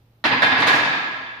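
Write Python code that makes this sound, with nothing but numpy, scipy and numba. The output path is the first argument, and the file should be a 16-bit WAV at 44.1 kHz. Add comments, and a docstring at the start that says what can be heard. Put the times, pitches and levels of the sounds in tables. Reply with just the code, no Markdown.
"""A loaded barbell clatters into a steel rack, a few metres away in a hard-walled gym.
The bar hits the uprights, drops into the hooks and rocks to rest, its two ends striking in turn.
Each blow clangs the frame, rings the loose iron plates and the bar, thuds through the stand and
scrapes steel on steel. The room smears it into a long tail over ventilation and a low hum."""
import sys
import numpy as np
from scipy import signal
from scipy.fft import rfft, irfft, next_fast_len
from scipy.io import wavfile
from numba import njit

SR = 44100
rng = np.random.default_rng(int(sys.argv[2]) if len(sys.argv) > 2 else 0)


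def transcribe(signal):
    """Save signal, clipped to [-1, 1], as a 16-bit WAV file at the path in sys.argv[1]."""
    frames = np.atleast_2d(signal).T
    limited = np.clip(frames, -1, 1)
    pcm = np.round(limited * 32767).astype(np.int16)
    wavfile.write(sys.argv[1], SR, pcm)


N = 61739
FFT_SIZE = 65536

# Hits of the bar, alternating ends: start_s, clang_db, plates_db, thud_db, scrape_db
BLOWS = [(0.2406, -1, -8, 3, -4.5), (.250, -0.5, 0.5, 2, -2), (.308, -6.5, -1.5, -1, -26),
         (.320, -3, -1.5, -2, -17), (.4205, 2, 6.5, -17, -1), (.431, -5, 8, -7.5, -6),
         (.465, -9.5, -11, -5, -11), (.515, -3, -4.5, -2, -16.5), (.552, -4, -17, -9.5, -27),
         (.581, -5.5, -10, -2, -10), (.601, -8, -23, -2.5, -2), (.620, -1, -9.5, -12.5, -8),
         (.638, -8, -13.5, -10.5, -14), (.667, 2, 1, 0, 4), (.674, -0.5, -9.5, 1, 5),
         (.690, -7, 1.5, -9, -3), (.728, -3, -1, -1.5, -2.5), (.752, -6.5, -18, -7, -2.5),
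         (.797, -5.5, -16.5, -7.5, -15.5), (.846, -8, -18, -10, -12), (.928, -11.5, -1.5, -14, -25),
         (.975, -18.5, -12, -24, -30), (1.075, -23.5, -19.5, -18.5, -31.5), (1.262, -33, -11.5, -32, -37.5)]

def barbell():
    """The bar rocks to rest in the hooks, so its two ends strike in turn."""
    blows = np.array(BLOWS)
    return bar_end(blows[0::2]) + bar_end(blows[1::2])


def bar_end(blows):
    """One end hits its upright: five layers through the room, plus extra dry ring from the bar."""
    start_s, clang_db, plates_db, thud_db, scrape_db = blows.T
    clang = frame_clang(start_s, clang_db)
    plates = plate_ring(start_s, plates_db)
    bar = bar_ring(start_s, clang_db)
    thud = stand_thud(start_s, thud_db)
    scrape = steel_scrape(start_s, scrape_db)
    return gym(clang + plates + bar + thud + scrape) + undb(-0.5) * bar


# Tone of the frame's clang: freq_hz, level_db
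FRAME_SPECTRUM = [(250, -11), (430, -14), (700, -5), (950, -0.5), (1450, -4.5), (1800, 0), (2450, -1),
                  (3100, -9.5), (3900, -9), (5000, -17), (5800, -35), (7000, -41)]

def frame_clang(start_s, hit_db, trim_db=6.5, count=400):
    """An upright's many short modes; every point of contact excites them differently."""
    edges_hz = np.linspace(FRAME_SPECTRUM[0][0], FRAME_SPECTRUM[-1][0], count + 1)
    pitch_hz = edges_hz[:-1] + np.diff(edges_hz) * rng.random(count)
    t60_s = 0.081 * np.exp(0.23 * rng.standard_normal(count))
    gains = unit(undb(lookup(FRAME_SPECTRUM, pitch_hz)))
    return strike_metal(pitch_hz, gains, t60_s, start_s, hit_db + trim_db)


# Partials of the iron plates: pitch_hz, level_db, t60_s
PLATE_MODES = [(1331, -7, 0.25), (1638.4, -3, .12), (1663, 0.5, 0.14), (1710, -4.5, 0.069),
               (1762, -13, .08), (2390, -13, 0.25), (3113, -12.5, 0.12), (3492, -12.5, 0.18),
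               (3613, -13.5, 0.04)]

def plate_ring(start_s, hit_db, trim_db=-3):
    """The loose plates ring briefly in a few clear tones."""
    pitch_hz, level_db, t60_s = np.array(PLATE_MODES).T.copy()
    return strike_metal(pitch_hz, undb(level_db), t60_s, start_s, hit_db + trim_db)


# Partials of the steel bar: pitch_hz, level_db, t60_s
BAR_MODES = [(266.7, -10, .35), (728, -10.5, 0.25), (943.6, -0.5, 1.34), (1028, -7.5, 0.37),
             (1520, -3.5, 0.23), (1884, -5, 0.84), (1969, -8, .8), (2100, -7, 1.6), (2290, -7.5, 0.75),
             (2706, -15, .8), (2977, -6.5, 0.31)]

def bar_ring(start_s, hit_db, trim_db=-15.5):
    """The bar's long modes sing on after each hit."""
    pitch_hz, level_db, t60_s = np.array(BAR_MODES).T.copy()
    return strike_metal(pitch_hz, undb(level_db), t60_s, start_s, hit_db + trim_db)


def strike_metal(pitch_hz, gains, t60_s, start_s, hit_db, band_hz=(137, 5410)):
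    """Each hit kicks the modes at random phases; the metal radiates little outside its band."""
    phases = np.exp(2j * np.pi * rng.random((len(start_s), len(pitch_hz))))
    pushes = phases * gains * undb(hit_db)[:, None]
    ringing = ring(pitch_hz, t60_s, (start_s * SR).astype(int), pushes)
    return signal.sosfilt(signal.butter(6, band_hz, "bandpass", fs=SR, output="sos"), ringing)


@njit
def ring(pitch_hz, t60_s, starts, pushes):
    """Damped modes; each blow gives each mode a push of its own."""
    loss = np.log(1000.) / t60_s / SR
    step = np.exp(2j * np.pi * pitch_hz / SR - loss)
    energy_scale = 2 * np.sqrt(loss)
    state = np.zeros(len(pitch_hz), np.complex128)
    out, blow = np.zeros(N), 0
    for i in range(starts[0], N):
        while blow < len(starts) and i >= starts[blow]:
            state += energy_scale * pushes[blow]
            blow += 1
        for mode in range(len(pitch_hz)):
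            state[mode] *= step[mode]
            out[i] += state[mode].imag
    return out


# Low body of the thud: freq_hz, level_db
THUD_SPECTRUM = [(25, -28), (60, -25.5), (82, -11.5), (105, -6), (145, 1), (175, -1), (205, -5), (265, 2),
                 (350, -4.5), (500, -11), (900, -24.5), (4000, -83)]

def stand_thud(start_s, hit_db, trim_db=-6):
    """The weight lands with a dull thump through the stand."""
    return bursts(start_s, hit_db + trim_db, THUD_SPECTRUM, t60_s=0.064)


# Bright edge of the scrape: freq_hz, level_db
SCRAPE_SPECTRUM = [(2000, -1), (4500, 8), (6500, 2.5), (7800, -2.5), (10000, -3), (12000, -7), (15300, -17)]

def steel_scrape(start_s, hit_db, trim_db=-13):
    """Steel slides on steel with a short rasp."""
    return bursts(start_s, hit_db + trim_db, SCRAPE_SPECTRUM, t60_s=0.06)


def bursts(start_s, hit_db, spectrum, t60_s, size=8192):
    """A short dying burst of coloured noise at each blow."""
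    out = np.zeros(N)
    noise = rng.standard_normal((len(start_s), size)) * fade(t60_s, size)
    shapes = unit(colour(noise, spectrum))
    for start, gain, burst in zip((start_s * SR).astype(int), undb(hit_db), shapes):
        out[start:start + size] += gain * burst[:N - start]
    return out


# Reverb time of the gym by band: freq_hz, t60_s
ROOM_DECAY = [(60, 0.85), (150, 0.96), (300, 1.36), (1000, 1.52), (2000, 1.71), (4000, 1.324), (6500, 1.2),
              (8500, 0.78), (13000, 0.62)]

def gym(x, direct_db=-13, early_db=-4, tail_db=-4.5, build_s=0.0098):
    """Direct sound, a splash off the near walls, and a long tail whose top end dies first."""
    hz = np.fft.rfftfreq(FFT_SIZE, 1 / SR)
    field = diffuse(hz)
    centres_hz, decays_s = np.array(ROOM_DECAY).T
    tail = np.zeros((2, N))
    for share, t60_s in zip(np.eye(len(centres_hz)), decays_s):
        band = lookup(np.c_[centres_hz, share], hz)
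        tail += irfft(field * band)[:, :N] * fade(t60_s)
    tail *= 1 - np.exp(-np.arange(N) / SR / build_s)
    early = irfft(diffuse(hz))[:, :N] * fade(t60_s=0.14)
    response = undb(tail_db) * unit(tail) + undb(early_db) * unit(early)
    response[:, 0] += undb(direct_db)
    return signal.fftconvolve(x[None], response, axes=1)[:, :N]


def diffuse(hz, mic_gap_m=0.13):
    """Spectrum of noise from all sides at two mics: alike in the bass, unrelated in the treble."""
    coherence = np.sinc(2 * hz * mic_gap_m / 343)
    weights = np.sqrt(np.array([1 + coherence, 1 - coherence]) / 2)
    mid, side = rfft(rng.standard_normal((2, FFT_SIZE))) * weights
    return np.array([mid + side, mid - side])


# Rumble and hiss of the ventilation: freq_hz, level_db
AIR_SPECTRUM = [(25, -11), (60, -0.5), (120, -4), (170, -8.5), (400, -14), (800, -17.5), (1500, -23.5),
                (4000, -27.5), (7000, -40), (15000, -31)]

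def room_tone(air_db=-60, hum_hz=115.1, hum_db=-58.5):
    """A soft bed of moving air with an electrical hum in the centre."""
    hz = np.fft.rfftfreq(FFT_SIZE, 1 / SR)
    air = irfft(diffuse(hz) * undb(lookup(AIR_SPECTRUM, hz)))[:, :N]
    hum = np.sqrt(2) * np.sin(2 * np.pi * hum_hz * np.arange(N) / SR)
    return undb(air_db) * np.sqrt(N) * unit(air) + undb(hum_db) * hum


def undb(db):
    """Decibels to gain."""
    return 10 ** (np.asarray(db) / 20)


def lookup(table, hz):
    """Read a table on a log-frequency axis."""
    table = np.array(table, float)
    return np.interp(np.log(np.maximum(hz, 1)), np.log(table[:, 0]), table[:, 1])


def colour(x, table):
    """Minimum-phase EQ from a table of freq_hz, level_db."""
    size = 2 * next_fast_len(x.shape[-1])
    gains = undb(lookup(table, np.fft.rfftfreq(size, 1 / SR)))
    cepstrum = irfft(np.log(gains))
    cepstrum[1:size // 2] *= 2
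    cepstrum[size // 2 + 1:] = 0
    return irfft(rfft(x, size) * np.exp(rfft(cepstrum)))[..., :x.shape[-1]]


def fade(t60_s, size=N):
    """Exponential decay, 60 dB in t60_s."""
    return np.exp(-np.log(1000) * np.arange(size) / SR / t60_s)


def unit(x):
    """Scale to an energy of one."""
    return x / np.sqrt(np.sum(x ** 2, axis=-1, keepdims=True))


def scene():
    """The barbell up front, the room tone far beneath it."""
    return undb(10.5) * barbell() + room_tone()


# EQ of the left mic against the right: freq_hz, gain_db
LEFT_MIC_EQ = [(200, -1), (900, -0.5), (2400, -1.5), (4200, -1), (6500, 2), (8500, -15.5), (15000, -2.5)]

def record(dry, top_hz=15000):
    """The left mic is duller than the right; a steep low-pass cuts the top of both."""
    mics = np.array([colour(dry[0], LEFT_MIC_EQ), dry[1]])
    return signal.sosfilt(signal.ellip(8, .2, 70, top_hz, fs=SR, output="sos"), mics)


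dry = scene()
out = record(dry)
transcribe(out)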